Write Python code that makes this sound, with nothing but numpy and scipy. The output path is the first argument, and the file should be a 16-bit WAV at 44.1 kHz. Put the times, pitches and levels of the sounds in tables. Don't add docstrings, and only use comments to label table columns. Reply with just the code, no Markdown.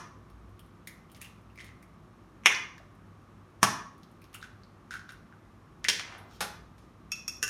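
import sys
import numpy as np
from scipy import signal
from scipy.fft import rfft, irfft, next_fast_len
from scipy.io import wavfile
from scipy.ndimage import uniform_filter1d

SR = 44100
rng = np.random.default_rng(int(sys.argv[2]) if len(sys.argv) > 2 else 0)


def persist_wave(psi):
    counts = np.round(np.clip(psi, -1, 1) * 32767).astype(np.int16)
    wavfile.write(sys.argv[1], SR, np.atleast_2d(counts).T)


def how_loud(loudness_db):
    steps = np.asarray(loudness_db, float) / 20
    return 10 ** steps


N = 330309
LEAD = SR // 4
TRAVEL_S = 0.00092

# pitch in Hz, level in dB per Hz.
FLAT = [(100, 0), (16000, 0)]

# pitch in Hz, level in dB per Hz.
HUM_COLOUR = [(15, -39.5), (25, -19), (47, -3), (70, -11), (99, -2.5), (130, -7.5), (242, -7.5), (270, -11),
              (363, -9.5), (416, -17.5), (1190, -20.5), (1840, -26.5), (2000, -28.5), (11600, -52),
              (16000, -72)]
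# pitch in Hz, width in Hz, level in dB rms.
FAN_BANDS = [(161.6, 42, -68), (184, 69, -70), (1150, 250, -67.5)]
# time in seconds, level in dB.
RUMBLE = [(0.0, -63), (0.54, -55), (1.06, -67), (1.5, -62), (2.25, -69.5), (5.5, -69.5), (6.4, -63),
          (7.49, -61)]
# pitch in Hz, time to fall by 60 dB in seconds.
KITCHEN_T60 = [(150, 0.55), (500, 0.46), (1200, 0.52), (2500, 0.43), (5000, 0.44), (8000, .32),
               (12000, 0.3), (16000, 0.24)]
# pitch in Hz, width in Hz, boost in dB.
MICROPHONE = [(4970, 1100, -2), (5420, 480, 4.5), (6520, 380, 3.5), (8000, 710, -2.5), (9300, 700, 3),
              (12700, 1900, -1.5)]

# start in seconds, length in seconds, level in dB, pitch in Hz.
SLIDES = [
    (6.0, 0.24, -53, 1240),
    (6.256, .17, -64.5, 2900),
    (6.759, 0.13, -76, 3500),
    (5.85, 0.59, -59, 570),
]
# start in seconds, peak in dB, pitch in Hz, time to fall by 60 dB in seconds.
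CLINK_MODES = [(5.886, -50, 1633, 0.306), (5.93, -52, 1640, .3), (6.178, -69, 8150, 0.095),
               (6.178, -69, 8450, 0.24), (6.178, -74, 9300, 0.047), (6.178, -55.5, 11150, 0.065),
               (6.178, -60, 13250, .12), (6.2, -76, 15000, 0.16), (6.26, -75, 11900, 0.76),
               (6.26, -80, 15500, .4), (6.325, -68, 13400, 0.39), (6.41, -71, 11100, .6),
               (6.41, -64, 13300, .4)]

# time in seconds, peak in dB.
PICKUP = [
    (6.405, -20),
    (6.411, -21.5),
    (6.424, -26.5),
    (6.44, -30.5),
    (6.779, -53),
]
# pitch in Hz, level in dB per Hz.
COUNTER_COLOUR = [(59, -54.5), (100, -22), (202, -3), (315, -18), (461, -5), (800, 0.5), (1010, -2),
                  (1550, -1), (3050, -11), (3780, -7.5), (6840, -14.5), (11600, -13.5), (16000, -27)]
# time in seconds, peak in dB, boost of the low tine mode in dB.
TAPS = [
    (7.1165, -20, 9.5),
    (7.2778, -20, -1.5),
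    (7.366, -42.5, 0.5),
]
# pitch in Hz, width in Hz, level in dB.
TINE_MODES = [(1300, 126, -9), (1760, 320, -15), (2547, 99, -0.5), (2661, 32, 2), (3450, 45, -4.5),
              (4680, 58, -28), (5220, 205, -11), (5480, 172, -12.5), (5590, 167, 5.5), (6400, 100, -8),
              (6530, 87, 0), (8260, 73, -10.5), (8770, 83, -12), (10170, 150, -11.5), (10710, 246, -21),
              (11760, 110, -7), (13100, 340, -13.5), (15240, 290, -18), (6983, 16000, -26.5)]
LOW_TINE_HZ, LOW_TINE_WIDTH_HZ = 2770, 590
# time in seconds, peak in dB.
STROKE = [
    (7.4265, -14),
    (7.4344, -19),
    (7.4774, -24),
]
# pitch in Hz, width in Hz, level in dB.
BOWL_MODES = [(402, 83, -14), (1198, 29, -5), (1500, 68, -1), (1700, 110, 0.5), (1980, 92, -4.5),
              (2665, 370, -3.5), (2730, 140, 4), (3250, 310, -17.5), (5610, 560, -5), (6960, 430, -6.5),
              (8080, 240, -15), (9300, 360, -11.5), (11730, 580, -13), (13400, 650, -24),
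              (15000, 1500, -23.5)]

# time in seconds, peak in dB.
DROP_ONE = [
    (2.435, -38.5),
    (2.458, 4),
    (2.464, -9.5),
    (2.468, -6),
]
# pitch in Hz, level in dB per Hz.
DROP_ONE_COLOUR = [(88, -47.5), (150, -20.5), (361, -12.5), (675, -12.5), (1120, -0.5), (1420, -8),
                   (2140, 7), (3290, -4.5), (4670, -23.5), (5790, -7), (7770, -20.5), (9440, -20.5),
                   (12900, -26), (16000, -55)]
# time in seconds, peak in dB.
DROP_TWO = [
    (5.842, -18.5),
    (5.884, -5),
    (5.888, -8.5),
    (5.897, -11),
    (5.929, -19),
    (5.96, -32.5),
    (5.975, -31),
]
# pitch in Hz, level in dB per Hz.
DROP_TWO_COLOUR = [(88, -56.5), (150, -32), (222, -28), (504, -24), (578, -21), (790, -31.5), (998, -20.5),
                   (1310, -29), (1600, -10.5), (2810, -15), (3220, -8.5), (3770, -16), (5460, -15),
                   (16000, -37)]
# time in seconds, peak in dB, pitch in Hz.
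BUMPS = [
    (5.995, -20, 1900),
    (5.996, -29.5, 900),
    (6.123, -35, 900),
    (6.149, -35.5, 630),
    (6.408, -35, 570),
]
# time in seconds, peak in dB, pitch in Hz.
HOLLOWS = [(2.46, -13, 3150), (2.461, -14.5, 5800), (2.525, -18, 1760), (2.547, -24.5, 4700),
           (2.8, -47, 630), (3.632, -24.5, 1160), (3.8, -53, 1350), (4.033, -51, 4040), (4.427, -42, 3800),
           (5.091, -41, 3755), (5.324, -44, 1500), (5.848, -18, 1907), (4.349, -40, 1300), (-.1, -27, 1150),
           (2.462, -14, 2694), (5.988, -28, 2060), (7.155, -46, 4280), (1.65, -53, 2300), (1.69, -44, 1940),
           (3.63, -29.5, 175.6), (6.407, -40, 187)]

# peak time in seconds, peak in dB, fade in dB per second.
TEARS = [(1.149, -45.5, 500), (1.213, -41, 284), (1.577, -55, 104), (1.605, -40.5, 860), (1.63, -51.5, 36),
         (4.344, -37.5, 600), (4.423, -40, 460), (4.912, -36.5, 254), (5.092, -47, 296.5)]
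# pitch in Hz, width in Hz, level in dB.
CRACKLE = [(880, 200, -6.5), (1930, 490, 7.5), (3540, 1500, 0.5), (6440, 2300, -4), (9400, 4200, -8),
           (13000, 3600, -14.5)]
# time in seconds, peak in
# dB, shell ring in Hz, bright tick in dB above the ring.
SNAPS = [(0.5924, -49, 3200, 0.5), (0.8714, -34, 2070, -0.5), (0.874, -45, 3700, -11),
         (0.875, -43, 6660, -13), (0.8944, -45, 1990, -6), (1.098, -54, 3080, -5),
         (1.1473, -58, 2230, -10), (1.1644, -59, 2030, 8), (1.2141, -37, 2500, -24),
         (1.2454, -40, 2800, -9), (1.4984, -56, 2730, -21), (1.5554, -54, 2250, -21),
         (1.575, -40.5, 2200, -30), (1.586, -37, 2050, -30), (1.594, -41.5, 3070, -24),
         (1.6021, -36.5, 2010, -33), (1.6124, -58, 2140, -19), (1.6427, -46, 1960, -8),
         (1.8267, -47.5, 2130, -16), (2.779, -44, 1750, -12),
         (4.217, -52.5, 2440, 0.5), (4.3434, -36.5, 2820, -20), (4.3844, -60, 2720, -12),
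             (4.6334, -50, 4340, -23), (6.3103, -48, 1300, -15.5), (4.413, -47.5, 3800, -23)]
# time in seconds, peak in dB.
SPLITS = [(4.4255, -32.5), (4.4664, -62), (4.5542, -60.5), (4.907, -30.5), (4.9376, -30.5), (4.9532, -33.5),
          (4.9925, -38.5), (5.09, -37), (5.1196, -43)]
SPLIT_HZ, SPLIT_TICK_DB = 1490, -24
# time in seconds, peak in dB, bright part in dB above the crunch.
TICKS = [(0.2994, -52, -6), (0.4924, -72, 6), (0.6614, -68, 5), (1.1164, -47.5, 4), (1.1465, -41, -14.5),
         (1.2141, -61, 25), (1.2454, -60.5, 13.5), (1.556, -51, -4), (1.614, -65.5, 0.5), (1.644, -53, 4),
         (1.8255, -76, 24), (2.9494, -65.5, 2), (3.499, -78, 9.5), (3.9794, -62.5, 5.5),
         (4.0312, -48, -9.5), (4.1137, -70.5, 11), (4.2403, -46, -6), (4.3292, -48.5, -3),
         (4.3434, -54, 20), (5.1194, -66.5, 17.5), (5.789, -71, 1), (6.3594, -59, -1.5), (1.412, -76, 10),
         (4.9377, -46, 3), (5.0903, -59.5, -1), (2.4585, -40, 13)]
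# time in seconds, peak in dB.
KNOCKS = [
    (-.12, -11.5),
    (3.6285, -7.5),
    (3.6365, -16),
]
# pitch in Hz, level in dB per Hz.
RIM_COLOUR = [(59, -24.5), (100, -11.5), (166, -7.5), (250, -16), (558, -18.5), (1150, -3.5), (1450, -14.5),
              (1760, -9), (2170, -17), (4470, -23.5), (5900, -17), (7290, -24.5), (9610, -23.5),
              (16000, -35)]


def rms_one(x):
    return x / np.sqrt(np.mean(x ** 2) + 1e-20)


def peak_one(x):
    return x / np.abs(x).max()


def at_hz(points, hz):
    return np.interp(np.log(hz), np.log(np.array(points)[:, 0]), np.array(points)[:, 1])


def resonance(x, hz, width_hz):
    r = np.exp(-np.pi * width_hz / SR)
    return signal.lfilter([(1 - r * r) / 2, 0, (r * r - 1) / 2],
                          [1, -2 * r * np.cos(2 * np.pi * hz / SR), r * r], x)


def twice(x, hz, width_hz):
    return resonance(resonance(x, hz, width_hz), hz, width_hz)


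def body(x, modes):
    return sum((-1) ** k * how_loud(db) * resonance(x, hz, width) for k, (hz, width, db) in enumerate(modes))


def contact(crush_s, rise_s=.0003):
    t = np.arange(4096) / SR
    return rng.standard_normal(4096) * np.exp(-t / crush_s) * (1 - np.exp(-t / rise_s))


def damped(force, spectrum, smooth_hz=160):
    size = len(force)
    hz = np.maximum(np.arange(size // 2 + 1) * SR / size, 1)
    power = np.abs(rfft(force)) ** 2
    even = np.sqrt(uniform_filter1d(power, size=round(smooth_hz / hz[1])))
    wanted = how_loud(np.maximum(at_hz(spectrum, hz), -70))
    cepstrum = irfft(np.log(wanted / even), size)
    cepstrum[1:size // 2] *= 2
    cepstrum[size // 2 + 1:] = 0
    return irfft(rfft(force) * np.exp(rfft(cepstrum)), size)


def struck(force, modes):
    return body(damped(force, FLAT), modes)


def add(track, s, sound):
    i = round((s + TRAVEL_S) * SR) + LEAD
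    track[i:i + len(sound)] += sound[:len(track) - i]


def blows(events, ring, shape, crush_s, rise_s, gain_db):
    out = np.zeros(N + LEAD)
    for s, db in events:
        sound = ring(contact(crush_s, rise_s), shape)
        add(out, s, how_loud(db + gain_db) * peak_one(sound))
    return out


def hum():
    size = next_fast_len(N)
    hz = np.maximum(np.arange(size // 2 + 1) * SR / size, 1)
    colour = how_loud(at_hz(HUM_COLOUR, hz)) / (1 + (hz / 14400) ** 24)
    broad = rms_one(irfft(rfft(rng.standard_normal(size)) * colour, size)[:N])
    white = rng.standard_normal(N + SR)

    def narrow(pitch_hz, width_hz):
        return rms_one(twice(white, pitch_hz, width_hz)[SR:])

    t = np.arange(N) / SR
    beat_db = 4.5 * np.cos(2 * np.pi * (t - 0.043) / 1.56)
    line = how_loud(-60.5 + beat_db) * np.sin(2 * np.pi * 100 * t)
    s, rumble_db = np.transpose(RUMBLE)
    rumble = how_loud(np.interp(t, s, rumble_db)) * narrow(58, 9.3)
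    fan = sum(how_loud(db) * narrow(pitch, width) for pitch, width, db in FAN_BANDS)
    return how_loud(-56) * broad + line + rumble + fan


def kitchen(x):
    t = np.arange(SR * 3 // 4) / SR
    edges = np.geomspace(80, 18000, 17)
    white = rng.standard_normal((3, len(t)))
    fade = how_loud(-60 * t / .5)
    for k in range(2):
        even = damped(white[k] * fade, FLAT, smooth_hz=30.24)
        white[k] = even / fade * np.sqrt(np.sum(fade ** 2))
    tail = 0
    for k, (low, high) in enumerate(zip(edges, edges[1:])):
        split = signal.butter(2, [low, high], "band", fs=SR, output="sos")
        band = signal.sosfilt(split, white[k % 2])
        tail = tail + band * how_loud(-60 * t / at_hz(KITCHEN_T60, np.sqrt(low * high)))
    late = how_loud(-37.5) * tail * (1 - np.exp(-t / 0.0058))
    early = how_loud(-19) * white[2] * np.exp(-t / .0075) * (t > .0015)
    early[0] = 1
    response = 1.452 * (late + 0.8 * damped(early, FLAT, smooth_hz=90.2))
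    return signal.fftconvolve(x, response)[LEAD:LEAD + N]


def slides():
    out = np.zeros(N + LEAD)
    for s, length, db, hz in SLIDES:
        size = round(length * SR)
        friction = rms_one(twice(rng.standard_normal(size), hz, 1.6 * hz))
        add(out, s, how_loud(db) * np.hanning(size) * friction)
    return out


def clinks():
    out = np.zeros(N + LEAD)
    t = np.arange(SR // 3) / SR
    for s, db, hz, t60 in CLINK_MODES:
        level = how_loud(db - 60 * t / t60) * (1 - np.exp(-t / 0.0014))
        add(out, s, level * np.sin(2 * np.pi * hz * t))
    return out


def fork_pickup():
    return blows(PICKUP, damped, COUNTER_COLOUR, crush_s=0.0073, rise_s=0.00049, gain_db=1.0)


def fork_taps():
    out = np.zeros(N + LEAD)
    for s, db, low_db in TAPS:
        ring = struck(contact(crush_s=0.0019, rise_s=0.0013), TINE_MODES)
        low = resonance(ring, LOW_TINE_HZ, LOW_TINE_WIDTH_HZ)
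        add(out, s, how_loud(db - 2) * peak_one(ring + (how_loud(low_db) - 1) * low))
    return out


def bowl_stroke():
    return blows(STROKE, struck, BOWL_MODES, crush_s=0.001, rise_s=0.00033, gain_db=0.0)


def dropped_halves():
    first = blows(DROP_ONE, damped, DROP_ONE_COLOUR, crush_s=0.00067, rise_s=0.00027, gain_db=-2.5)
    second = blows(DROP_TWO, damped, DROP_TWO_COLOUR, crush_s=0.0024, rise_s=0.00032, gain_db=-2.0)
    return first + second


def hollows_and_bumps():
    out = np.zeros(N + LEAD)
    for rows, share in (HOLLOWS, 0.22), (BUMPS, 1.4):
        for s, db, hz in rows:
            ring = struck(contact(crush_s=0.0004), [(hz, share * hz, 0)])
            add(out, s, how_loud(db) * peak_one(resonance(ring, hz, 2 * share * hz)))
    return out


def tearing(per_s):
    t = (np.arange(N + LEAD) - LEAD) / SR
    swell_db_per_s, longest_s = 2500, 0.065
    level = 0
    for s, db, fade_db_per_s in TEARS:
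        over = np.maximum(t - s - longest_s, 0)
        before_db = swell_db_per_s * (s - t)
        after_db = fade_db_per_s * (t - s) + swell_db_per_s * over
        level = level + how_loud(np.maximum(db - np.maximum(before_db, after_db), -200))
    happens = rng.random(N + LEAD) < per_s / SR
    size = how_loud(6.0 * np.minimum(rng.exponential(1, N + LEAD), 3.0))
    cracks = happens * size * rng.choice([-1, 1], N + LEAD)
    return how_loud(-9.5) * level * rms_one(body(cracks, CRACKLE))


def shell_edge(force, crunch_db, tick_db):
    crunch = how_loud(crunch_db) * peak_one(twice(force, 3100, 5600))
    tick = how_loud(tick_db + 3.5) * peak_one(twice(force, 10500, 15000))
    return crunch + tick


def snaps():
    out = np.zeros(N + LEAD)
    splits = [(s, db, SPLIT_HZ, SPLIT_TICK_DB) for s, db in SPLITS]
    for s, db, hz, tick_db in SNAPS + splits:
        force = damped(contact(crush_s=0.0013), FLAT)
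        ring = how_loud(db - 0.5) * peak_one(twice(force, hz, 0.22 * hz))
        add(out, s, ring + shell_edge(force, db + 1 + 0.3 * tick_db, db + tick_db))
    for s, db, bright_db in TICKS:
        force = damped(contact(crush_s=.0012), FLAT)
        add(out, s, shell_edge(force, db, db + bright_db))
    return out


def egg_knocks():
    return blows(KNOCKS, damped, RIM_COLOUR, crush_s=0.0018, rise_s=0.0012, gain_db=3.5)


def scene():
    egg = egg_knocks() + dropped_halves()
    fork = fork_pickup() + fork_taps() + bowl_stroke()
    shell = snaps() + hollows_and_bumps() + tearing(per_s=710)
    near = kitchen(egg + fork + shell + slides() + clinks())
    return (near + hum())[None]


def low_pass(x):
    return signal.sosfilt(signal.butter(12, 16500, fs=SR, output="sos"), x)


def record(dry):
    x = dry
    for hz, width, db in MICROPHONE:
        x = x + (how_loud(db) - 1) * resonance(x, hz, width)
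    x = signal.sosfilt(signal.butter(5, 44, "high", fs=SR, output="sos"), x)
    hiss = signal.sosfilt(signal.butter(8, 14300, fs=SR, output="sos"), rng.standard_normal(x.shape))
    x = x + how_loud(-79) * hiss
    x = signal.sosfilt(signal.butter(2, 14500, fs=SR, output="sos"), x)
    ahead = np.arange(1024, 0, -1) / SR
    smear = how_loud(-45.5) * rng.standard_normal(1024) * np.exp(-ahead / 0.005)
    x = x + signal.fftconvolve(x, smear[None])[:, -N:]
    return low_pass(np.clip(x, -.95, .95))


dry = scene()
out = record(dry)
persist_wave(out)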